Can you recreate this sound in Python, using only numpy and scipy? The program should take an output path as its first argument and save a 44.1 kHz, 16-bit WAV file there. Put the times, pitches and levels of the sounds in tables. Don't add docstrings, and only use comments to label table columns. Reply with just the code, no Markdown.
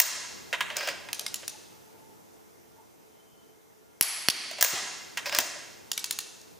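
import sys
import numpy as np
from scipy import signal
from scipy.fft import rfft, irfft
from scipy.io import wavfile
from scipy.ndimage import uniform_filter1d

SR = 44100
rng = np.random.default_rng(int(sys.argv[2]) if len(sys.argv) > 2 else 0)


def put_to_file(sound):
    columns = np.atleast_2d(sound).T
    safe = np.clip(columns, -1, 1)
    whole_steps = np.round(safe * 32767)
    wavfile.write(sys.argv[1], SR, whole_steps.astype(np.int16))


N = 290619


def amp(db):
    return 10 ** (np.asarray(db) / 20)


def unit_rms(x):
    return x / np.sqrt(np.mean(x ** 2) + 1e-20)


def curve_at(points, hz):
    f, value = np.transpose(points)
    return np.interp(np.log(hz + 1), np.log(f + 1), value)


def add(mix, start_s, sound):
    part = mix[:, round(start_s * SR):][:, :sound.shape[1]]
    part += sound[:, :part.shape[1]]


def stroke(start_s, length_s, rise_s, fall_s):
    t = np.arange(N) / SR - start_s
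    return np.clip(t / rise_s, 0, 1) ** 2 * np.exp(-np.maximum(t - length_s, 0) / fall_s)


def noise_band(hz, width_hz):
    f = np.fft.rfftfreq(N, 1 / SR)
    return unit_rms(irfft(rfft(rng.standard_normal(N)) / (1 + (2 * (f - hz) / width_hz) ** 2), N))


def diffuse_spectra(frames, correlation, size):
    hz = np.fft.rfftfreq(size, 1 / SR)
    a, b, c, d = rng.standard_normal((frames, len(hz), 4)).T
    left, independent = a + 1j * b, c + 1j * d
    rho = np.clip(curve_at(correlation, hz), -1, 1)[:, None]
    return hz, np.array([left, rho * left + np.sqrt(1 - rho ** 2) * independent])


def ring(modes, pitch=1):
    f = abs(np.fft.fftfreq(4096, 1 / SR)) / pitch
    power = sum(amp(2 * db) / (1 + (2 * (f - hz) / width_hz) ** 2) ** 1.2 for hz, width_hz, db in modes)
    power /= 1 + (0.49 * modes[0][0] / (f + 1)) ** 8
    log_gain = np.log(power + 1e-9) / 2
    return np.fft.ifft(np.exp(np.conj(signal.hilbert(log_gain)))).real[:3000]


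def blow(body, contact_ms, level_db, impact=0, rise_ms=0.052):
    t_ms = np.arange(1200) * 1000 / SR
    force = rng.standard_normal(1200) * np.exp(-t_ms / contact_ms) * (1 - np.exp(-t_ms / rise_ms))
    force[10] += impact
    direct = signal.fftconvolve(force / np.linalg.norm(force), body)[:len(body)]
    energy = SR / 4000 * (contact_ms + 1)
    return amp(level_db) * np.sqrt(energy) * np.array([direct, body]) / np.linalg.norm(body)


def socket_knocks():
    knocks = [(0.0006, 2.5, -3, -17.5, 2.8), (0.5278, -32.5, -20, -32.5, 17), (0.607, -25, -14.5, -44, 5.7),
              (0.7011, -38, -27.5, -56, 5.7), (0.7677, -21, -28.5, -26.5, 4.3),
              (0.8082, -35, -26, -55, 6.4), (0.831, -36, -33, -33, 8.2), (0.874, -29, -24.5, -29.5, 7.5),
              (0.8866, -28.5, -22, -32.5, 5.4), (1.087, -41, -31, -59, 4.9), (1.2094, -50, -51, -37, 5),
              (1.4306, -50, -40, -45.5, 9.1), (4.5116, -28, -36.5, -33, 4.9),
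              (4.5845, -34.5, -30.5, -36, 9.3), (4.6098, -15, -24.5, -35, 11), (4.6261, 7, 2.5, -14, 1.03),
              (4.6463, -5.5, -9.5, -19, 2.8), (5.172, -26.5, -23, -58, 11.5),
              (5.2576, -34, -27.5, -49, 9.1), (5.295, -30, -26, -44, 1.9), (5.3248, -28, -23.5, -35, 2.8),
              (5.3484, -17.5, -20, -35, 4.5), (5.3624, -29, -46, -56, 18),
              (5.3866, -6.5, -9.5, -18.5, 3.14), (6.4141, -41, -62, -65, 3.8)]
    # f/Hz, width/Hz, level/dB
    steel = [(4355, 840, -2.5), (5420, 930, 1), (6500, 530, 2), (7210, 300, 1), (8230, 800, -5),
             (9750, 1200, -7)]
    well = [(987, 110, -3), (1460, 880, -7.5), (1647, 47, 2.5), (1986, 390, 0), (2130, 76, -3.5),
            (2460, 190, -3.5), (2743, 190, 0.5), (3173, 84, 1), (3480, 700, -7)]
    ping = [(12100, 500, -12), (13400, 900, -14), (14750, 350, 0)]
    well_air = [(607, 85, -4), (692, 90, -3)]
    out = np.zeros((2, N))
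    for start_s, steel_db, well_db, air_db, contact_ms in knocks:
        pitch = 1 + .015 * rng.standard_normal()
        ping_db = 3 + 1.43 * steel_db
        bodies = (steel, .7, steel_db), (well, 1.1, well_db), (ping, .5, ping_db), (well_air, 1.1, air_db)
        for modes, contact_scale, db in bodies:
            add(out, start_s, blow(ring(modes, pitch), contact_scale * contact_ms, db))
    return out


def garage_air(base_db=-58.5):
    spectrum = [(20, -45), (55, -4.5), (130, -2.5), (250, -2), (420, -0.5), (600, -7), (900, -6),
                (1100, -12), (2800, -20.5), (4500, -23), (6000, -19), (8000, -23.5), (15300, -23),
                (15900, -89)]
    correlation = [(60, 0.009), (130, -0.74), (290, -0.78), (640, -0.53), (1410, -0.44), (3100, 0.13),
                   (6820, 0.63), (15000, 0.49)]
    drift = [(0, 12), (1.5, 7.5), (2.5, 3.5), (3.9, 1), (5, 9.5), (6.6, 5.5)]  # t/s, level over base/dB
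    hz, spectra = diffuse_spectra(N // 256 + 5, correlation, size=1024)
    patches = uniform_filter1d(rng.standard_normal(spectra.shape[1:]), 10, axis=0)
    patches_db = unit_rms(uniform_filter1d(patches, 12, axis=1))
    spectra *= amp(curve_at(spectrum, hz)[:, None] + patches_db)
    air = signal.istft(spectra, nperseg=1024, noverlap=768)[1][:, :N]
    drift_db = np.interp(np.arange(N) / SR, *np.transpose(drift))
    return amp(base_db + drift_db) * unit_rms(air)


def machine_hum():
    lines = [(340.4, 3.1, -73.5), (437, 21, -69.5), (628, 6.1, -94), (657, 3.4, -79.5), (1400, 4, -80.5),
             (2120, 40, -81), (5965, 170, -82.5)]
    return sum(amp(db) * noise_band(hz, width_hz) for hz, width_hz, db in lines)


def socket_slides():
    slides = [(0.697, 0.03, -42, -60, 1.08), (0.754, 0.15, -39.5, -40.5, 1.001),
              (4.719, 0.066, -32.5, -52, 1.295), (5.253, 0.033, -36.5, -35, 1.001),
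              (5.312, 0.1, -36, -39, 1.03)]
    # f/Hz, width/Hz, level/dB
    column_modes = [(576, 32, 5.5), (768, 180, -11.5), (1007, 200, -8), (1567, 140, 0), (2460, 1200, -6.5)]
    rasp_modes = [(2420, 450, -0.5), (5030, 570, 5), (5900, 700, -13), (14600, 450, -7)]
    grit = rng.standard_normal(N)
    grit *= amp(2 * unit_rms(uniform_filter1d(rng.standard_normal(N), 300)))
    rasp = unit_rms(signal.fftconvolve(grit[::-1], ring(rasp_modes))[:N])
    out = np.zeros(N)
    for start_s, length_s, column_db, rasp_db, pitch in slides:
        column = unit_rms(signal.fftconvolve(grit, ring(column_modes, pitch))[:N])
        envelope = stroke(start_s, length_s, rise_s=0.0069, fall_s=0.016)
        out += envelope * (amp(column_db) * column + amp(rasp_db) * rasp)
    return out


def socket_bumps():
    bumps = [(0.889, -46), (4.721, -33.5), (4.812, -43.5), (5.375, -39.5)]  # t/s, level/dB
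    envelope = sum(amp(db) * stroke(start_s, .013, rise_s=.013, fall_s=.02) for start_s, db in bumps)
    return envelope * noise_band(hz=345, width_hz=350)


def pawl_ticks():
    ticks = [(1.13, -17, 0.946), (1.194, -20.5, 0.93), (1.264, -19.5, 0.81), (1.342, -19, 1.07),
             (1.479, -20, 0.99), (5.916, -16, 1.07), (5.977, -16.5, 0.86), (6.042, -18, 1.01),
             (6.109, -15, 1), (6.188, -17.5, 1.03)]
    modes = [(1460, 150, -5), (1772, 64, 7), (2640, 60, 13.5), (3530, 1100, 6.5), (4280, 240, 4),
             (5100, 2900, 5), (6450, 1080, 9), (9240, 300, 6.5), (9560, 340, 7.5), (11100, 1100, 2.5),
             (13500, 1700, 2.5), (15200, 750, -6)]
    out = np.zeros((2, N))
    for start_s, db, pitch in ticks:
        add(out, start_s, blow(ring(modes, pitch), contact_ms=2.02, level_db=db, impact=0.37, rise_ms=0.6))
    return out


def far_tones():
    tones = [(1.518, 0.062, 852, 38, -55), (1.586, 0.7, 879, 38, -66), (2.761, 0.083, 900, 70, -55.5),
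             (3.0, 0.64, 3077, 110, -72.5)]
    t = np.arange(N) / SR
    return sum(amp(db) * noise_band(hz, width_hz) * np.sin(np.pi * np.clip((t - start_s) / length_s, 0, 1))
               for start_s, length_s, hz, width_hz, db in tones)


def wrench_clicks(thump_hz=290, rise_s=0.0012, fall_s=0.0015):
    clicks = [(4.0106, 10.1, -7, 0.56, 0), (4.2855, 5.4, 3, 6.9, 1)]  # t/s, level/dB, thump/dB, direct boost/dB, 0 = break-over or 1 = reset
    tube_modes = [(926, 680, -15, -8), (2300, 900, -3, 16), (3200, 600, -5, 16), (4510, 450, -2, 20),
                  (5500, 1200, -5.5, 12), (6800, 1200, -12, 2), (7900, 700, -7, -2), (9200, 1200, -12, 9),
                  (10900, 450, 9, 12), (12200, 700, 0, 11), (13200, 600, -7, 7), (14400, 500, -3, 9)]
    t = np.arange(1500) / SR
    thump = np.minimum(t / rise_s, 1) * np.exp(-t / fall_s) * np.cos(2 * np.pi * thump_hz * t)
    out = np.zeros((2, N))
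    for start_s, db, thump_db, boost_db, is_reset in clicks:
        tube = ring([(hz, width_hz, levels_db[int(is_reset)]) for hz, width_hz, *levels_db in tube_modes])
        add(out, start_s, blow(tube, contact_ms=1.1, level_db=db, impact=6) * amp([[boost_db], [0]]))
        add(out, start_s, amp(thump_db) * thump * amp([[0], [-10.5]]))
    return out


def garage_tail(radiated, level_db=-9, rise_s=0.0041, frames=520):
    correlation = [(100, -0.36), (300, 0.57), (700, 0.91), (1500, 0.56), (3000, 0.72), (7000, 0.9),
                   (15000, 0.41)]
    spectrum = [(100, -12), (1000, -0.84), (3100, -6.5), (4600, -4.5), (9000, -3.5), (11000, -8.5),
                (12200, -11), (13400, -5.5), (14800, -2.5), (15600, -31.5), (16300, -25.5)]
    decay = [(100, 1.6), (500, 0.89), (1400, 1), (4000, 1.09), (8000, 0.85), (11000, 0.77), (13000, 0.22),
             (16000, 0.29)]
    hz, spectra = diffuse_spectra(frames, correlation, size=512)
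    frame_s = np.arange(frames) * 128 / SR
    spectra *= amp(curve_at(spectrum, hz)[:, None] - 60 * frame_s / curve_at(decay, hz)[:, None])
    tail = signal.istft(spectra, nperseg=512, noverlap=384)[1]
    tail *= 1 - np.exp(-(np.arange(tail.shape[1]) / SR / rise_s) ** 2)
    tail *= amp(level_db) / np.linalg.norm(tail[0])
    return signal.fftconvolve(radiated[None], tail, axes=1)[:, :N]


def wall_echoes(direct, band_hz=(4000, 12000)):
    echoes = [(3.065, -16.5, -6.5, 1.1), (14.39, -9, -10.5, 3.3), (18.45, -13, -12, 5)]  # delay/ms, left/dB, right/dB, smear/ms
    walls = np.zeros((2, 3000))
    t_ms = np.arange(600) * 1000 / SR
    for delay_ms, left_db, right_db, smear_ms in echoes:
        bursts = rng.standard_normal((3, 600)) * np.exp(-t_ms / smear_ms)
        scatter = bursts[0] + .6 * bursts[1:]
        add(walls, delay_ms / 1000, amp([[left_db], [right_db]]) * scatter / np.linalg.norm(scatter[0]))
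    walls = signal.sosfilt(signal.butter(1, band_hz, "band", fs=SR, output="sos"), walls)
    return signal.fftconvolve(direct[None], walls, axes=1)[:, :N]


def scene():
    direct, radiated = socket_knocks() + socket_slides() + socket_bumps() + pawl_ticks() + wrench_clicks()
    tools = direct + garage_tail(radiated) + wall_echoes(direct)
    return tools + garage_air() + machine_hum() + far_tones()


def record(dry, bass_cut_hz=80, knee_db=-13, slope=.65, release_s=0.16, ceiling=.93, top_hz=16400):
    balance = [(60, -2), (240, 1), (950, -2), (3770, -1), (15000, 2.5)]  # f/Hz, left minus right/dB
    thin = signal.sosfilt(signal.butter(2, bass_cut_hz, "high", fs=SR, output="sos"), dry)
    power_db = 10 * np.log10(abs(uniform_filter1d((thin ** 2).mean(0), 40)) + 1e-12)
    wanted_db = np.maximum(slope * (power_db - knee_db), 1e-3)
    age = np.arange(N) / SR / release_s
    cut_db = np.exp(np.maximum.accumulate(np.log(wanted_db) + age) - age)
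    limited = thin / amp(uniform_filter1d(cut_db, 20))
    side_db = curve_at(balance, np.fft.rfftfreq(N, 1 / SR)) / 2
    balanced = irfft(rfft(limited) * amp([side_db, -side_db]), N)
    saturated = ceiling * np.tanh(balanced / ceiling)
    lowpass = signal.firwin(511, top_hz, window=("kaiser", 9), fs=SR)
    return signal.oaconvolve(saturated, lowpass[None], "same")


dry = scene()
out = record(dry)
put_to_file(out)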